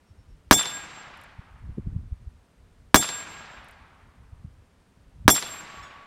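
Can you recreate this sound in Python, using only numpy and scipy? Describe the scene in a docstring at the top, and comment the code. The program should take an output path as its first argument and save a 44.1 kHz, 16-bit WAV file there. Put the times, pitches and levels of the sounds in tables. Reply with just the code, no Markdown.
"""A thin bird note repeats faintly over insects and a breeze, then the first of three revolver shots cracks.
Place: a clearing among trees. Each bullet rings a spinning steel paddle; logs and woods throw the blast back.
Distance: the echo slaps come 81 to 259 ms late, some 28 to 89 m of extra path; the woods roll on after.
Microphone: one, overloaded by each blast and bumped by gusts; the hammer is cocked between shots.
Blasts are pressure pulses and noise, steel is decaying sines, echoes and wind are shaped noise."""
import sys
import numpy as np
from scipy import signal
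from scipy.fft import rfft, irfft
from scipy.io import wavfile
from scipy.ndimage import uniform_filter1d

SR = 44100
rng = np.random.default_rng(int(sys.argv[2]) if len(sys.argv) > 2 else 0)


def master_out(mix):
    """Clip the mix to full scale and print it as 16-bit PCM to the path in sys.argv[1]."""
    frames = np.transpose(np.atleast_2d(mix))
    ceiling = np.clip(frames, -1, 1)
    pcm = np.round(ceiling * 32767).astype(np.int16)
    wavfile.write(sys.argv[1], SR, pcm)


N = 267246  # length of the scene [samples]
T = np.arange(2 * SR) / SR  # time axis of one event [s]


def amp(db):
    """Decibels to gain."""
    return 10 ** (np.asarray(db) / 20)


def unit(x):
    """Scales to rms 1."""
    return x / np.sqrt(np.mean(x ** 2) + 1e-20)


def read(points, hz, axis=1):
    """Interpolates one column of a table along log frequency."""
    columns = np.transpose(points)
    return np.interp(np.log(hz + 1), np.log(columns[0] + 1), columns[axis])


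def add(mix, start_s, sound):
    """Mixes a sound in at a start time, cut off where the mix ends."""
    part = mix[max(round(start_s * SR), 0):][:len(sound)]
    part += sound[:len(part)]


def cut(x, hz, kind="low", order=2):
    """Causal low-pass or high-pass."""
    sos = signal.butter(order, min(hz, SR / 2 - 1), kind, fs=SR, output="sos")
    return signal.sosfilt(sos, x)


def colour(x, points):
    """Causal minimum-phase filter with the given spectrum."""
    size = 4096
    log_gain = np.log(amp(read(points, abs(np.fft.fftfreq(size, 1 / SR)))))
    # the Hilbert transform of the log gain gives the minimum phase
    spectrum = np.exp(np.conj(signal.hilbert(log_gain)))
    taps = np.fft.ifft(spectrum).real[:size // 2]
    return signal.fftconvolve(x, taps)[:len(x)]


def swell(start_s, rise_s):
    """Opens smoothly from start_s over rise_s seconds."""
    return np.sin(np.pi / 2 * np.clip((T - start_s) / rise_s, 0, 1)) ** 2


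def ringing(hz, t60):
    """One mode: a sine that falls 60 dB in t60 seconds."""
    return np.exp(-np.log(1000) * T / t60) * np.sin(2 * np.pi * hz * T)


def flutter(rate_hz=22):
    """A smooth random wobble of rms 1."""
    noise = rng.standard_normal(2 * len(T))
    return unit(cut(noise, rate_hz, order=3)[len(T):])  # second half: the filter has settled


def scatter(table, patchy_db=0):
    """Many small reflections: noise whose bands die at their own speed, in uneven clumps."""
    hz, t, z = signal.stft(rng.standard_normal(len(T)), SR, nperseg=256)
    clumps = uniform_filter1d(rng.standard_normal(z.shape), size=18, axis=0)
    clumps = unit(uniform_filter1d(clumps, size=3, axis=1))
    start_db = read(table, hz)[:, None]
    t60 = read(table, hz, axis=2)[:, None]
    db = start_db - 60 * t / t60
    return signal.istft(z * amp(db + patchy_db * clumps), SR)[1][:len(T)]


# still air and leaves around the microphone, relative spectrum: (frequency [Hz], density [dB per Hz])
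AIR_SPECTRUM = [(88, -29.5), (150, -1.5), (286, -5), (315, -11), (368, -8.5), (854, -15), (941, -13),
                (1100, -16.5), (1190, -15), (3350, -24), (5460, -28), (8900, -31.5), (16000, -43)]


def meadow(hush_db=-64, insect_hz=8750, width_hz=400, insect_db=-87, throb_hz=14):
    """A faint even hush of coloured noise with a thin, throbbing insect trill of narrow-band noise."""
    hz, t = np.fft.rfftfreq(N, 1 / SR), np.arange(N) / SR
    spectrum = rfft(rng.standard_normal(N)) * amp(read(AIR_SPECTRUM, hz))
    hush = amp(hush_db) * unit(irfft(spectrum, N))
    buzz = cut(rng.standard_normal(N), width_hz) * np.sin(2 * np.pi * insect_hz * t)
    throb = 1 + .5 * np.sin(2 * np.pi * throb_hz * t)
    return hush + amp(insect_db) * unit(buzz * throb)


def bird(count=3, start_s=.052, every_s=.112, note_s=.08, top_hz=5520, sag_hz_per_s=1500,
         waver_hz=110, level_db=-80):
    """A distant bird: evenly spaced thin sine notes, each sagging and wavering in pitch."""
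    out = np.zeros(N)
    t = np.arange(0, note_s, 1 / SR)
    for k in range(count):
        hz = top_hz - sag_hz_per_s * t + waver_hz * flutter(rate_hz=120)[:len(t)]
        tone = np.sin(2 * np.pi * np.cumsum(hz) / SR)
        note = np.sin(np.pi * t / note_s) * tone
        add(out, start_s + k * every_s, amp(level_db) * unit(note))
    return out


# gusts on the microphone: (time of the peak [s], relative level [dB])
GUSTS = [(.33, -49.5), (1.92, -34.5), (2.8, -51), (3.52, -50), (4.36, -44.5), (5.22, -44), (5.82, -53)]


def wind_strength(rise_db_per_s=37.5, fall_db_per_s=46.5, breeze_db=-64):
    """Gain of the wind: all gusts share one pace of building and one of dying, over a steady breeze."""
    t = np.arange(N) / SR
    gusts_db = [peak_db - np.maximum(rise_db_per_s * (s - t), fall_db_per_s * (t - s)) for s, peak_db in GUSTS]
    return np.sqrt(amp(breeze_db) ** 2 + (amp(gusts_db) ** 2).sum(0))


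def eddy(hz, width=0.46, swirl_db=-11, swirl_s=0.0089):
    """A soft pressure swing with a finer swirl of noise around it."""
    t = T[:SR // 10] - .025  # the swing peaks 25 ms in
    swing = np.cos(2 * np.pi * hz * t) / np.cosh(np.minimum(abs(hz * t) / width, 20)) ** 2
    swirl = unit(cut(rng.standard_normal(len(t)), 2 * hz, order=5)) * np.exp(-(t / swirl_s) ** 2)
    return swing + amp(swirl_db) * swirl


# the strongest eddies that bump the microphone, each peaking 7 ms after its time:
# (time [s], level of the swing [dB], frequency of the swing [Hz])
BUMPS = [(1.385, -33, 90), (1.685, -28.5, 133), (1.776, -22, 192), (1.791, -24.5, 98), (1.864, -22, 128),
         (1.957, -19.5, 85.8), (2.117, -20.5, 60.3), (2.268, -29, 59.6), (4.324, -35, 69.5),
         (4.443, -28.5, 111.2), (5.254, -19.5, 98)]


def wind(rumble_db=-1, rumble_hz=90, buffet_db=-42, buffet_hz=190, growth=1.4, lumpy_db=4.5, lump_rate_hz=12):
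    """Low, lumpy turbulence follows the gusts and brightens in strong ones; single eddies bump the microphone."""
    strength = wind_strength()
    lumps = amp(lumpy_db * unit(cut(rng.standard_normal(N), lump_rate_hz)))

    def turbulence(top_hz):
        low_noise = cut(rng.standard_normal(N), top_hz, order=4)
        return unit(lumps * cut(low_noise, 30, "high"))

    out = amp(rumble_db) * strength * turbulence(rumble_hz)
    # the brighter buffeting grows faster than the wind itself
    out += amp(buffet_db) * (strength / strength.max()) ** growth * turbulence(buffet_hz)
    for s, db, hz in BUMPS:
        add(out, s - .018, amp(db) * eddy(hz))
    return out


# clicks of hammer and cylinder: (time [s], relative level [dB])
CLICKS = [(1.1735, -53.5), (1.2131, -52), (1.2374, -50), (3.6443, -55), (3.685, -50.5), (3.71, -52)]
# colour of one click: (frequency [Hz], relative level [dB], t60 [s])
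CLICK_COLOUR = [(2000, -28.5, .04), (7000, -15, 0.043), (10535, -5.5, 0.019), (13030, -11, 0.013),
                (14400, -18, 0.033), (16000, -34, .04)]


def cocking(level_db=-12):
    """Small bright ticks of dying noise as the hammer is drawn back and the cylinder locks."""
    out = np.zeros(N)
    for s, db in CLICKS:
        click = unit(scatter(CLICK_COLOUR)[:SR // 20]) / 2
        add(out, s, amp(db + level_db) * click)
    return out


# scatter from the first trees: (frequency [Hz], level [dB], t60 [s])
TREES = [(76.78, -24, 0.88), (300, -21.5, .55), (800, -13.5, 0.63), (2000, -9.5, 0.47), (3440, -8.5, 0.46),
         (5000, -10.5, 0.4), (9800, -14.5, 0.24), (16000, -26, 0.22)]
# the long roll of the deep woods: (frequency [Hz], level [dB], t60 [s])
WOODS = [(80.16, -30.5, 3.5), (250, -14.5, 0.85), (432, -28, 1.7), (754, -24.5, 2.5), (1270, -20, 2.145),
         (2440, -22, 1.787), (4470, -27, 1.38), (9900, -29, 0.71), (16000, -35, 0.33)]


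def forest():
    """The first trees answer brightly; the deep woods roll on, duller."""
    first_trees = scatter(TREES, patchy_db=4.5) * swell(0.054, 0.022)
    deep_woods = scatter(WOODS, patchy_db=1.5) * swell(0.012, 0.2)
    return first_trees + deep_woods


# slaps from the log pile and tree trunks: (delay [s], level [dB], low edge [Hz], high edge [Hz])
SLAPS = [(.0810, -18.5, 548, 1607), (.0990, -20.5, 700, 1870), (.1055, -33, 700, 1900),
         (.1455, -20.5, 150, 4500), (.2590, -32, 198, 2500)]


def slaps(smear_s=0.0056):
    """Rough bark smears each echo into a short burst of band-limited noise."""
    out = np.zeros(len(T))
    for delay, db, low_hz, high_hz in SLAPS:
        burst = unit(cut(cut(rng.standard_normal(len(T)), high_hz), low_hz, "high"))
        envelope = swell(0, 0.000348) * np.exp(-T / smear_s)
        add(out, delay, amp(db) * burst * envelope)
    return out


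# scatter from the shooter, grass and logs: (frequency [Hz], level [dB], t60 [s])
NEAR = [(60, -0.5, 0.094), (169, 4, 0.21), (280, 5.5, 0.12), (445, 8, 0.14), (946, 9, 0.1),
        (1430, 6.5, 0.068), (2170, 4.5, 0.097), (3380, 0.5, 0.092), (5300, 0, 0.13), (10010, -13.5, 0.36),
        (16000, -18.5, .09)]


def near_scatter():
    """The nearest surfaces return a dense, patchy wash that opens within milliseconds."""
    return scatter(NEAR, patchy_db=-3.5) * swell(0.00067, 0.0057)


# near paths of the blast to the microphone, levels before the ground's colour:
# (delay [s], level [dB], length of the pressure pulse [s], treble edge [Hz])
PATHS = [(0, 38, .00013, 15000), (.00085, 23, 0.0002, 4000), (.0034, 6.5, 0.00011, 2997),
         (.0120, 6, .0007, 1206), (0.0139, 12, 0.00021, 1820), (.0212, 2, 0.00055, 1800)]
# grassy ground colours the blast and thins its low middle: (frequency [Hz], gain [dB])
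GROUND = [(70, 4.5), (160, -5), (240, -1.5), (330, 3), (450, -7), (630, -2.5), (950, 3.5), (1250, 6),
          (1650, 9), (2050, -0.5), (3200, 3), (8000, -3)]


def blast(thump_hz=250, thump_db=11, thump_t60=0.011, jet_db=11, jet_s=0.0017):
    """A shock front and its suction arrive by every path; the gas jet adds a rip of noise and a low thump."""
    out = amp(jet_db) * rng.standard_normal(len(T)) * np.exp(-T / jet_s)
    for delay, db, length, edge_hz in PATHS:
        u = T[:SR // 20] / length
        pulse = (1 - u) * np.exp(-u)  # pressure first, then suction
        add(out, delay, amp(db) * cut(pulse, edge_hz))
    out = colour(out, GROUND)
    add(out, .0014, amp(thump_db) * ringing(thump_hz, thump_t60))
    return out


# lead splashing off the steel: (frequency [Hz], relative level [dB], t60 [s])
SPLASH = [(300, -13.5, 0.057), (1214.6, -5, 0.028), (3300, -3.5, 0.03), (6000, 1, 0.032),
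          (9300, -4.5, 0.048), (15300, -10.5, 0.019)]


def splash():
    """The bullet breaks up on the plate: a short bright spray of noise."""
    return scatter(SPLASH)


# the swinging paddle touches its frame: (time [s], relative level [dB])
KNOCKS = [(5.822, -53)]
# modes of the paddle that the knock sets ringing: (frequency [Hz], relative level [dB], t60 [s])
KNOCK_MODES = [(3440, 7, 0.17), (5370, 10, 0.084), (6750, -1.5, 0.31), (7850, -5.5, 0.23), (9500, -14, 0.27)]


def frame_knocks():
    """A soft touch sets some of the paddle's modes ringing."""
    out = np.zeros(N)
    for s, db in KNOCKS:
        modes = sum(amp(mode_db) * ringing(hz, t60) for hz, mode_db, t60 in KNOCK_MODES)
        add(out, s, amp(db) * swell(0, 0.015) * modes)
    return out


# pitches of the paddle's modes: frequency [Hz]
PADDLE_HZ = [1130, 1631, 2266, 3429, 3553, 5405, 5575, 5795, 6735, 7437, 7450, 8420, 9163, 9543, 11220,
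             11716, 12025, 12772, 12812, 13234, 13930, 14190, 15550]
# the same modes in order; where the bullet lands sets their strength:
# (t60 [s], build-up [s], level in shot 1 [dB], level in shot 2 [dB], level in shot 3 [dB])
PADDLE_MODES = [(3.67, .55, -54, -57, -37), (1.2, .07, -25.5, -25.5, -36), (.3, .01, -25, -27.5, -37),
                (0.16, .003, -10.5, -12, -10.5), (0.41, 0.057, -5.5, -15, -27),
                (.24, 0.007, -16, -22.5, -16), (0.092, .008, -23.5, -26, -21.5),
                (0.17, 0.005, -18, -21, -12), (0.48, .008, -23, -29.5, -35), (0.37, 0.017, -3, -25, -3),
                (0.66, 0.014, -9, -9, -12.5), (0.23, .006, -34.5, -20.5, -49.5),
                (0.29, .006, -22.5, -26, -17.5), (0.19, 0.0025, -19, -17, -13.5),
                (0.15, 0.005, -27, -29, -11.5), (0.46, 0.0046, -24, -24.5, -20),
                (.2, .005, -23.5, -20.5, -22), (0.15, 0.0059, -32.5, -32, -10.5),
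                (.85, .006, -46.5, -39.5, -37.5), (.2, .004, -27, -22.5, -13.5),
                (.22, .005, -21, -29.5, -24), (.24, .005, -26, -30.5, -25), (.15, .005, -26, -28.5, -28)]
# the paddle after each hit: (spin [turns per s], starting angle [turns])
SPINS = [(2.1, -.01), (2.5, -.025), (2.1, -.02)]


def paddle(strike, flutter_db=2):
    """The struck plate rings, loudest when its face turns toward the microphone; modes flutter as it spins."""
    depth_db = flutter_db * swell(0, 0.032)
    ring = np.zeros(len(T))
    for hz, (t60, build, *levels_db) in zip(PADDLE_HZ, PADDLE_MODES):
        gain = amp(levels_db[strike] + depth_db * flutter())
        ring += gain * ringing(hz, t60) * swell(0, build)
    spin, angle = SPINS[strike]
    facing = np.cos(2 * np.pi * (spin * T + angle))
    return ring * np.hypot(.2, facing)  # edge-on it still sounds at 0.2


def ring_among_trees(ring):
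    """The first trees scatter the paddle's ring: convolution with decaying noise of unit energy."""
    trees = scatter(TREES) * swell(0.014, 0.037)
    return signal.fftconvolve(ring, trees / np.linalg.norm(trees))[:len(T)]


# the shots: (time [s], blast gain [dB], delay of the bullet's clang [s], splash gain [dB])
SHOTS = [(.5106, 1.5, 0.017, 0.5), (2.9439, 1.5, 0.014, 3.5), (5.2792, 1, 0.02, -4)]


def shots(ring_wet_db=-17, stir=0.58):
    """Blast, splash and ring; the clearing answers each shot alike, but for its stirring leaves."""
    out = frame_knocks()
    report = blast() + slaps() + near_scatter()
    still = forest()
    for strike, (s, db, clang_delay, splash_db) in enumerate(SHOTS):
        woods = (still + stir * forest()) / np.hypot(1, stir)
        add(out, s, amp(db) * (report + woods))
        ring = paddle(strike)
        clang = ring + amp(ring_wet_db) * ring_among_trees(ring) + amp(splash_db) * splash()
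        add(out, s + clang_delay, clang)
    return out


def scene():
    """Everything at one microphone."""
    return (meadow() + bird() + wind() + cocking() + shots())[None]


def record(dry, range_db=10, recovery_db_per_s=17, band_hz=15950):
    """Gain control dives at each blast and creeps back; the peaks still clip; then the band limit."""
    x = cut(dry[0], 24, "high", order=1)
    over_db = np.clip(20 * np.log10(abs(x) + 1e-9), 0, range_db)
    # a running maximum on a rising slope gives instant attack and steady recovery
    climb = recovery_db_per_s * np.arange(N) / SR
    duck_db = np.maximum.accumulate(over_db + climb) - climb
    clipped = np.clip(x * amp(-duck_db), -.95, .95)
    return cut(clipped, band_hz, order=24)[None]


dry = scene()
out = record(dry)
master_out(out)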